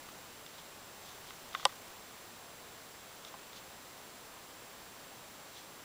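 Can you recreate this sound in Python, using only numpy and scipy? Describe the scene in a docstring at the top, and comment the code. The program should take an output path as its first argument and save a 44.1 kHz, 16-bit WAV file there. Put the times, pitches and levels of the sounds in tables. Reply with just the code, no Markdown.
"""A quiet covered terrace, heard through the mono microphone of a hand-held camera.
From the start, faint outdoor air lies under preamplifier hiss and a thin electronic whine.
The zoom motor whirs briefly, then again at 1 s, among light taps on its lever and soft rustles.
At about 1.6 s the loose lever rattles and snaps back, ringing the plastic case.
A few small ticks, rustles and a dull knock follow after 3 s, and one last rustle near the end."""
import sys
import numpy as np
from scipy import signal
from scipy.fft import rfft, irfft
from scipy.io import wavfile

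SR = 44100
rng = np.random.default_rng(int(sys.argv[2]) if len(sys.argv) > 2 else 0)


def put_to_file(sound):
    """Save the sound as 16-bit audio at rate SR, in the file named by the first command-line argument."""
    columns = np.atleast_2d(sound).T  # one column per channel
    safe = np.clip(columns, -1, 1)
    whole_steps = np.round(safe * 32767)
    wavfile.write(sys.argv[1], SR, whole_steps.astype(np.int16))


N = 257544
T = np.arange(N) / SR


def gain(db):
    """Turns decibels into a number to multiply by."""
    return 10 ** (np.asarray(db) / 20)


def normalise(sound):
    """Scales a sound so that its average level (rms) is 1."""
    return sound / np.sqrt(np.mean(sound ** 2) + 1e-20)


def colour(noise, spectrum):
    """Shapes noise along a curve of (Hz, dB) points, then brings its average level to 1."""
    hz, db = np.transpose(spectrum)
    bins_hz = np.fft.rfftfreq(N, 1 / SR)
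    curve_db = np.interp(np.log(bins_hz + 1), np.log(hz), db, right=-60)
    return normalise(irfft(rfft(noise) * gain(curve_db), N))


# The tone of the steady air and hiss. Each row: frequency in Hz, relative level in dB.
AIR_SPECTRUM = [(20, -11), (45, -8), (95, -3.5), (150, -2), (300, -2), (560, -0.6), (1050, -1.1),
                (1400, -3.5), (2400, -7), (4000, -8), (4900, -10), (6100, -10), (7000, -12.5), (9100, -38)]
# The highest part of the preamplifier's hiss. Each row: frequency in Hz, relative level in dB.
FIZZ_SPECTRUM = [(6500, -47), (7200, 0), (8300, -0.4), (11200, -0.5), (12400, -6), (14300, -.3), (15200, 0),
                 (15700, -9), (16100, -30)]


def hiss(air_db=-53, fizz_db=-61):
    """Distant outdoor air blends with the even noise of the microphone's preamplifier."""
    air, fizz = rng.standard_normal((2, N))
    return gain(air_db) * colour(air, AIR_SPECTRUM) + gain(fizz_db) * colour(fizz, FIZZ_SPECTRUM)


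# The tones of the camera's electronic clocks. Each row: pitch in Hz, average level in dB.
CLOCK_TONES = [(7568.6, -67.5), (7867, -79), (11518, -83.5), (15137.2, -67.2)]


def whine(frames_per_s=30):
    """The clocks leak thin tones that restart with every picture frame, which adds a faint buzz."""
    frame_time = T % (1 / frames_per_s)
    return np.sqrt(2) * sum(gain(db) * np.sin(2 * np.pi * hz * frame_time) for hz, db in CLOCK_TONES)


# The tone of the zoom motor. Each row: frequency in Hz, relative level in dB.
MOTOR_SPECTRUM = [(500, -0.5), (1500, -3.5), (3600, -7), (5000, -9), (6400, -6), (8500, -16), (12000, -13),
                  (13700, -9), (15500, -12), (16200, -30)]
# The runs of the motor. Each row: start in seconds, seconds until it runs down, average level in dB.
MOTOR_RUNS = [(-.04, .15, -60), (.98, 0.89, -59.5)]


def zoom_motor(spurts_per_s=33, depth=0.65, spin_up_s=0.053, fade_db_per_s=31):
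    """The lens motor spins up, whirs in quick small spurts and runs down."""
    spurts = 1 + depth * np.sin(2 * np.pi * (spurts_per_s * T + rng.random()))
    whir = colour(spurts * rng.standard_normal(N), MOTOR_SPECTRUM)
    level = np.zeros(N)
    for start, run_s, db in MOTOR_RUNS:
        age = T - start
        spin_up = np.clip(age / spin_up_s, 0, 1)
        level += spin_up * gain(db - fade_db_per_s * np.maximum(age - run_s, 0))
    return level * whir


def plastic_ring(tones, lag_cycles, rise_cycles, longest_lag_s=0.0022):
    """Struck plastic rings. Low tones cross it more slowly as it bends, so they arrive later."""
    t, out = T[:SR // 10], 0
    for k, (hz, db, fade_s) in enumerate(tones):
        age = np.maximum(t - min(lag_cycles / hz, longest_lag_s), 0)
        swell = 1 - np.exp(-(age * hz / rise_cycles) ** 2)
        fade = gain(db - 60 * age / fade_s)
        out += (-1) ** k * swell * fade * np.sin(2 * np.pi * hz * age)
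    return out


def strike(ring, hits):
    """Plays the ring at every hit, softening what lies outside that hit's range of pitches."""
    out = np.zeros(N)
    for start, db, low_hz, high_hz in hits:
        cut_lows = signal.butter(2, low_hz, "highpass", fs=SR, output="sos")
        cut_highs = signal.butter(2, high_hz, fs=SR, output="sos")
        hit = gain(db) * signal.sosfilt(np.vstack([cut_lows, cut_highs]), ring)
        slot = out[round(start * SR):][:len(hit)]
        slot += hit[:len(slot)]
    return out


# The zoom lever's own tones. Each row: pitch in Hz, relative level in dB, seconds to fade by 60 dB.
LEVER_TONES = [(612, -29, .004), (790, -41, .03), (1074, -33, 0.055), (1250, -19, 0.0081),
               (1550, -36, .036), (2000, -26.5, 0.012), (2433, -44, 0.043), (2820, -22, 0.0039),
               (3510, -26, 0.0088), (3710, -27.5, 0.015), (5164, -30, .0036), (6600, -41, .01)]


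def lever(touches, width_octaves=1.76):
    """A light touch rings the lever alone, mostly around one middle pitch."""
    spread = 2 ** (width_octaves / 2)
    hits = [(start, db, hz / spread, hz * spread) for start, db, hz in touches]
    return strike(plastic_ring(LEVER_TONES, lag_cycles=0.11, rise_cycles=0.17), hits)


# Taps on the lever. Each row: start in seconds, strength in dB, middle pitch in Hz.
LEVER_TAPS = [(0.088, -17.5, 2300), (.4635, -11.5, 6500), (1.3063, -13.5, 2100), (1.531, -14, 4700),
              (1.541, -17, 1100), (1.5492, 2, 1710), (3.249, -9, 6300), (3.531, -15, 4900)]


def taps():
    """Single taps make the lever tick; each tap has its own middle pitch, some dull, some bright."""
    return lever(LEVER_TAPS)


# The tone of the rubbing. Each row: frequency in Hz, relative level in dB.
RUB_SPECTRUM = [(800, -27), (2600, 0), (3400, 9), (4300, 4), (5400, 2), (6500, 3.5), (8500, -14),
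                (15000, -20)]
# Soft rubs. Each row: middle in seconds, seconds to fade by about 17 dB on either side,
# level at the middle in dB, ringing pitch in Hz.
RUBS = [(0.54, .02, -59, 3400), (.589, .024, -55.5, 3450), (1.088, .1, -58, 3650),
        (1.287, .043, -57.5, 3300), (1.613, 0.12, -53.5, 3500), (3.28, 0.02, -52, 3480),
        (3.571, 0.03, -52, 4300), (5.576, 0.05, -54, 3940)]


def rustles(slips_per_s=1800, smoothness=1.6, ring_width_hz=450, ringing=0.37):
    """Each rub is many tiny slips that swell and fade, with a faint ring of its own."""
    slips = normalise(rng.standard_normal(N) * (rng.random(N) < slips_per_s / SR))
    friction = colour(slips + smoothness * rng.standard_normal(N), RUB_SPECTRUM)
    out = np.zeros(N)
    for middle, fade_s, db, hz in RUBS:
        ring = normalise(signal.lfilter(*signal.iirpeak(hz, hz / ring_width_hz, SR), friction))
        stroke = np.exp(-2 * ((T - middle) / fade_s) ** 2)
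        out += gain(db) * stroke * normalise(friction + ringing * ring)
    return out


def rattle(start=1.597, gap_s=0.032, bumps=5, first_db=-13, fade_db_per_s=50, middle_hz=1300):
    """The loose lever rattles while the motor runs, each bump weaker than the last."""
    ages = gap_s * np.arange(bumps)
    return lever([(start + age, first_db - fade_db_per_s * age, middle_hz) for age in ages])


def crack(db=-33, peak_s=0.0006, low_hz=5000):
    """Plastic meets plastic in a tiny burst of bright noise, which starts a knock."""
    rise = T[:SR // 10] / peak_s
    cut_lows = signal.butter(2, low_hz, "highpass", fs=SR, output="sos")
    grit = signal.sosfilt(cut_lows, rng.standard_normal(len(rise)))
    return gain(db) * rise * np.exp(1 - rise) * grit


# The camera case's own tones. Each row: pitch in Hz, relative level in dB, seconds to fade by 60 dB.
CASE_TONES = [(542, -21.5, .036), (832, -13, 0.025), (1017, -16, 0.037), (1170, -22.5, 0.041),
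              (1496, -16.5, 0.012), (1940, -28.5, 0.033), (2346, -12.5, 0.0056), (3244, 2.05, 0.0044),
              (3280, -19, 0.018), (3690, -6, 0.0074), (4400, -18, 0.0096), (4860, -30, 0.023),
              (5440, -10, 0.0039), (7120, -30, 0.013), (7940, -16, 0.0067), (8716, -40, 0.028),
              (9500, -30, 0.012), (10700, -28, 0.0052), (14471, -39, .003), (15439, -48, .011)]
# Knocks on the case. Each row: start in seconds, strength in dB, lowest and highest pitch in Hz.
# A harder contact reaches higher.
CASE_KNOCKS = [(1.6526, -1.5, 327, 17500), (3.3389, -24, 350, 1600)]


def knocks():
    """The lever snaps back on its stop and rings the whole case; a soft, dull knock comes later."""
    ring = plastic_ring(CASE_TONES, lag_cycles=1.77, rise_cycles=0.87)
    return strike(ring + crack(), CASE_KNOCKS)


def scene():
    """One microphone hears everything and feeds both channels."""
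    mono = hiss() + whine() + zoom_motor() + taps() + rustles() + rattle() + knocks()
    return np.array([mono, mono])


def record(dry):
    """The camera cuts off the very highest treble, above 16200 Hz."""
    cut_highs = signal.firwin(511, 16200, window=("kaiser", 9), fs=SR)
    return signal.oaconvolve(dry, cut_highs[None], "same")


dry = scene()
out = record(dry)
put_to_file(out)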